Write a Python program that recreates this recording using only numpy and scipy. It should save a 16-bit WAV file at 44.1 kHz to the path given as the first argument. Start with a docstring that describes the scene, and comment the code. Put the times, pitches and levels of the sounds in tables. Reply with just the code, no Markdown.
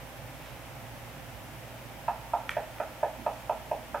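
"""A small quiet room: a hand pats a hollow doll on a floor mat, about four times a second from 2 s on.
Each pat rings the doll's damped resonances and comes back off the floor and walls.
A sharp click and a faint one fall between pats; hand and cloth brush softly.
Underneath are mains hum, faint steady tones, a low rumble, a soft room rush and microphone hiss."""
import sys
import numpy as np
from scipy import signal
from scipy.fft import rfft, irfft
from scipy.io import wavfile

SR = 44100
rng = np.random.default_rng(int(sys.argv[2]) if len(sys.argv) > 2 else 0)


def store_pcm(level_fs):
    """Save levels as 16-bit WAV."""
    pcm = np.round(np.clip(level_fs, -1, 1) * 32767).astype(np.int16)
    wavfile.write(sys.argv[1], SR, np.atleast_2d(pcm).T)


N = 176400


def pats():
    """Soft blows ring the hollow body; neighbouring resonances swing in opposite directions."""
    # doll resonances, low to high: freq_hz, t60_s
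    modes = [(642, 0.029), (900, 0.032), (1330, 0.014), (1660, 0.0054), (2520, 0.015)]
    # pats, each on its own spot: start_s, lowest_mode_pitch_ratio, then level_db per resonance
    blows = [(2.0810, 1.035, -24, -20.5, -33.5, -35, -42.5), (2.3348, 1.034, -21.5, -19.5, -34.5, -48, -51),
             (2.5671, .99, -20.5, -28.5, -33, -31, -40), (2.8002, 0.977, -23, -30.5, -34, -32.5, -45),
             (3.0300, 0.97, -18, -23, -35, -32, -46.5), (3.2632, .98, -20.5, -23, -32, -34, -40.5),
             (3.495, 0.985, -20.5, -22.5, -32.5, -44, -45.5), (3.7133, 0.98, -21, -25.5, -60, -43, -46.5),
             (3.9438, 0.9, -26.5, -26.5, -30, -35, -43.5)]
    # standing waves of the room: freq_hz, gain_db, t60_s
    room_modes = [(460, -22, 0.36), (578.5, -24, 0.2), (628, -26, 0.44), (702, -40, 0.28),
                  (1383, -26, 0.28)]
    # floor and wall reflections: delay_s, signed_gain
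    echoes = [(.00313, 1.39), (.01084, -0.82), (.01496, -0.88), (.01865, 0.55), (.02555, 0.37),
              (.02767, -0.57), (.03017, -.26), (.0345, 0.52), (.03829, 0.33)]
    finger_spread_s, finger_db = 0.0049, -5.5
    body = 0
    for start_s, pitch_ratio, *levels_db in blows:
        blow = impulses([start_s], 0.98)
        # other fingers land around the blow and stir the upper resonances
        finger_times_s = start_s + finger_spread_s * (rng.random(size=3) - 0.5)
        fingers = blow + impulses(finger_times_s, from_db(finger_db))
        for k, ((hz, t60_s), db) in enumerate(zip(modes, levels_db)):
            mode = ring(blow if k < 2 else fingers, hz * pitch_ratio if k == 0 else hz, t60_s)
            body = body + (-1) ** k * from_db(db) * mode
    body = filtered(body, 483, "high", order=3)
    body = filtered(body, 8100, "low")
    standing = sum(ring(body * from_db(db) * hz / SR, hz, t60_s) for hz, db, t60_s in room_modes)
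    return panned(room(body + standing, echoes, tail_db=-2.5, onset_s=0.025), pan_db=-3)


def clicks():
    """Hard contacts: a short bright ring, and a brief crack that splashes into the room."""
    # contacts: start_s, level_db
    contacts = [(2.4927, -19.5), (2.784, -40)]
    # contact resonances: freq_hz, level_db, t60_s
    modes = [(1380, -2.5, .014), (1837, -3, 0.02), (2333, 0, 0.0097), (3340, -5, 0.0073),
             (5740, -18, 0.0079)]
    # early reflections of the ring: delay_s, signed_gain
    ring_echoes = [(0.0134, 0.19), (.0213, 0.15), (.0228, -.14), (.0252, 0.2)]
    # the same first two reflections, heard brighter in the crack: delay_s, gain
    crack_echoes = [(.0133, .6), (.0213, .2)]
    crack_db, crack_t60_s, onset_s = -15, 0.015, 0.0091
    starts_s, levels_db = np.transpose(contacts)
    hits = impulses(starts_s, from_db(levels_db))
    t = np.arange(SR // 10) / SR
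    burst = rng.standard_normal(len(t)) * from_db(crack_db - 60 * t / crack_t60_s)
    crack = filtered(signal.fftconvolve(hits, burst)[:N], 5800, "low", order=1)
    rings = sum((-1) ** k * ring(hits * from_db(db), hz, t60_s)
                for k, (hz, db, t60_s) in enumerate(modes))
    rings = filtered(rings, [280, 9000], "band", order=1)
    rings = room(rings, ring_echoes, tail_db=-5.5, onset_s=onset_s)
    crack = room(crack, crack_echoes, tail_db=4, onset_s=onset_s)
    return panned(rings + crack, pan_db=-3)


def brushes():
    """Faint swells of rubbing noise as the hand shifts on the cloth."""
    # rubs: centre_s, half_width_s, low_hz, high_hz, level_db
    rubs = [(.47, 0.077, 1300, 3460, -56), (3.223, .045, 220, 290, -46), (3.374, 0.08, 3500, 8500, -65),
            (3.933, 0.037, 204, 310, -52)]
    t, out = np.arange(N) / SR, 0
    for centre_s, half_width_s, low_hz, high_hz, db in rubs:
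        rub = rms_one(filtered(rng.standard_normal(N), [low_hz, high_hz], "band"))
        out = out + from_db(db) * rub * np.exp(-((t - centre_s) / half_width_s) ** 2)
    return panned(out, pan_db=-7.5)


def room(x, echoes, tail_db, onset_s):
    """Direct sound, distinct reflections, and a diffuse tail that swells and dies band by band."""
    # reverberation time: freq_hz, t60_s
    decay_times = [(300, 0.14), (650, 0.32), (1300, 0.59), (3000, 0.48), (12000, 0.092)]
    # left-right likeness of the tail: freq_hz, correlation
    likeness = [(600, 0.92), (1000, 0.97), (2000, 0.98), (5000, .2)]
    t, hz = np.arange(SR) / SR, np.fft.rfftfreq(SR, 1 / SR)
    spectra, tail = stereo_spectra(at_hz(likeness, hz), size=SR), 0
    swell = np.clip(t / onset_s - 0.5, 0, 1)
    edges_hz = np.geomspace(100, 16000, 15)
    for low, high in zip(edges_hz, edges_hz[1:]):
        decay = from_db(-60 * t / at_hz(decay_times, np.sqrt(low * high)))
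        band = irfft(spectra * ((hz >= low) & (hz < high)), SR) * decay * swell
        energy = np.mean(np.sum(band ** 2, axis=1))
        tail = tail + band * np.sqrt((high - low) / (SR / 2) / energy)
    delays_s, gains = np.transpose([(0, 1)] + list(echoes))
    response = impulses(delays_s, gains)[:SR] + from_db(tail_db) * tail
    return signal.fftconvolve(x[None], response, axes=1)[:, :N]


def steady_tones(tones):
    """Mains hum, two faint ringing resonances and a thin high whine, wavering in level and phase."""
    t, out = np.arange(N) / SR, 0
    waver = 0.2
    for hz, db, pan_db in tones:
        amplitude = from_db(db) * np.sqrt(2) * (1 + waver * drift(rate_hz=1.4))
        phase = 2 * np.pi * hz * t + waver * drift(rate_hz=6)
        out = out + panned(amplitude * np.sin(phase), pan_db)
    return out


def rumble():
    """A narrow band of low noise that throbs beside the hum and sinks as the patting starts."""
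    # rumble envelope: time_s, level_db
    envelope = [(0, -51), (1.8, -51.5), (2.4, -55), (4, -58)]
    white = irfft(stereo_spectra(correlation=0.78, size=N), N)
    band = rms_one(filtered(white, [103.5, 141], "band"))
    level_db = np.interp(np.arange(N) / SR, *np.transpose(envelope))
    return panned(band * from_db(level_db), pan_db=-5)


def air(mains_lines):
    """Steady room rush and hiss, wider in the treble, notched at the given mains lines."""
    # noise spectrum: freq_hz, relative_density_db
    density = [(25, -22), (43, -4.5), (64, -6.5), (86, -14.5), (120, -12), (156, -13.5), (281, -11.5),
               (389, -18.5), (482, -17), (530, -11), (600, -11.5), (684, -11), (741, -15.5), (804, -12),
               (1140, -18.5), (2060, -19), (3000, -22.5), (4300, -30.5), (5400, -29.5), (7100, -32.5),
               (10300, -32.5), (10900, -31), (11600, -35.5), (12400, -32.5), (13400, -28), (14400, -32),
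               (15500, -38.5)]
    # left-right likeness: freq_hz, correlation
    likeness = [(40, 0.83), (130, 0.61), (300, 0.68), (650, 0.94), (1200, 0.46), (2500, 0.32),
                (5000, 0.069), (14000, 0.28)]
    # stereo balance: freq_hz, left_minus_right_db
    balance = [(60, -6.5), (150, -2.5), (380, -2), (950, -1.5), (2380, -0.5), (5980, -0.5), (15000, -2.0)]
    rms_db, low_cut_hz, notch_db, notch_half_width_hz = -46, 41, -8, 7
    hz = np.fft.rfftfreq(N, 1 / SR)
    notches = sum(np.exp(-((hz - line[0]) / notch_half_width_hz) ** 2) for line in mains_lines)
    low_cut = hz ** 2 / (hz ** 2 + low_cut_hz ** 2)
    colour = from_db(at_hz(density, hz) + notch_db * notches) * low_cut
    spectra = stereo_spectra(at_hz(likeness, hz), size=N) * panned(colour, at_hz(balance, hz))
    return from_db(rms_db) * rms_one(irfft(spectra, N))


def from_db(db):
    return 10 ** (np.asarray(db) / 20)


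def rms_one(x):
    return x / np.sqrt(np.mean(x ** 2) + 1e-20)


def at_hz(points, hz):
    """Read a table on a log-frequency axis."""
    freqs_hz, values = np.transpose(points)
    return np.interp(np.log(hz + 1e-9), np.log(freqs_hz), values)


def panned(x, pan_db):
    """Stereo pair; pan_db is left minus right."""
    return x * np.vstack([from_db(pan_db / 2), from_db(-pan_db / 2)])


def filtered(x, hz, kind, order=2):
    """Butterworth filter."""
    return signal.sosfilt(signal.butter(order, hz, kind, fs=SR, output="sos"), x)


def drift(rate_hz):
    """Slow random wander, rms 1."""
    hz = np.fft.rfftfreq(N, 1 / SR)
    return rms_one(irfft(rfft(rng.standard_normal(N)) / (1 + (hz / rate_hz) ** 2), N))


def impulses(times_s, sizes):
    """One impulse of the given size at each time."""
    out = np.zeros(N)
    np.add.at(out, np.round(np.asarray(times_s) * SR).astype(int), sizes)
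    return out


def ring(drive, hz, t60_s):
    """Resonator: a unit impulse starts a decaying sine of height 1."""
    radius, angle = from_db(-60 / (t60_s * SR)), 2 * np.pi * hz / SR
    return signal.lfilter([0, np.sin(angle)], [1, -2 * radius * np.cos(angle), radius ** 2], drive + 1e-18)


def stereo_spectra(correlation, size):
    """Spectra of two correlated white noises."""
    mid, side = rfft(rng.standard_normal((2, size)))
    side = side * np.array([[1], [-1]])
    return (np.sqrt(1 + correlation) * mid + np.sqrt(1 - correlation) * side) / np.sqrt(2)


def scene():
    """Pats and clicks over the room's background."""
    # steady tones (three mains lines, two resonances, a high whine): freq_hz, rms_db, pan_db
    tones = [(58.3, -57, -8), (119.1, -57, -2.5), (239.6, -67, -4), (524.6, -64, -10.5), (791.3, -61, -4),
             (15735, -86, 10)]
    return pats() + clicks() + brushes() + steady_tones(tones) + rumble() + air(tones[:2])


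def record(dry):
    """Steep elliptic low-pass."""
    cutoff_hz = 15800
    return signal.sosfilt(signal.ellip(12, .1, 80, cutoff_hz, fs=SR, output="sos"), dry)


dry = scene()
out = record(dry)
store_pcm(out)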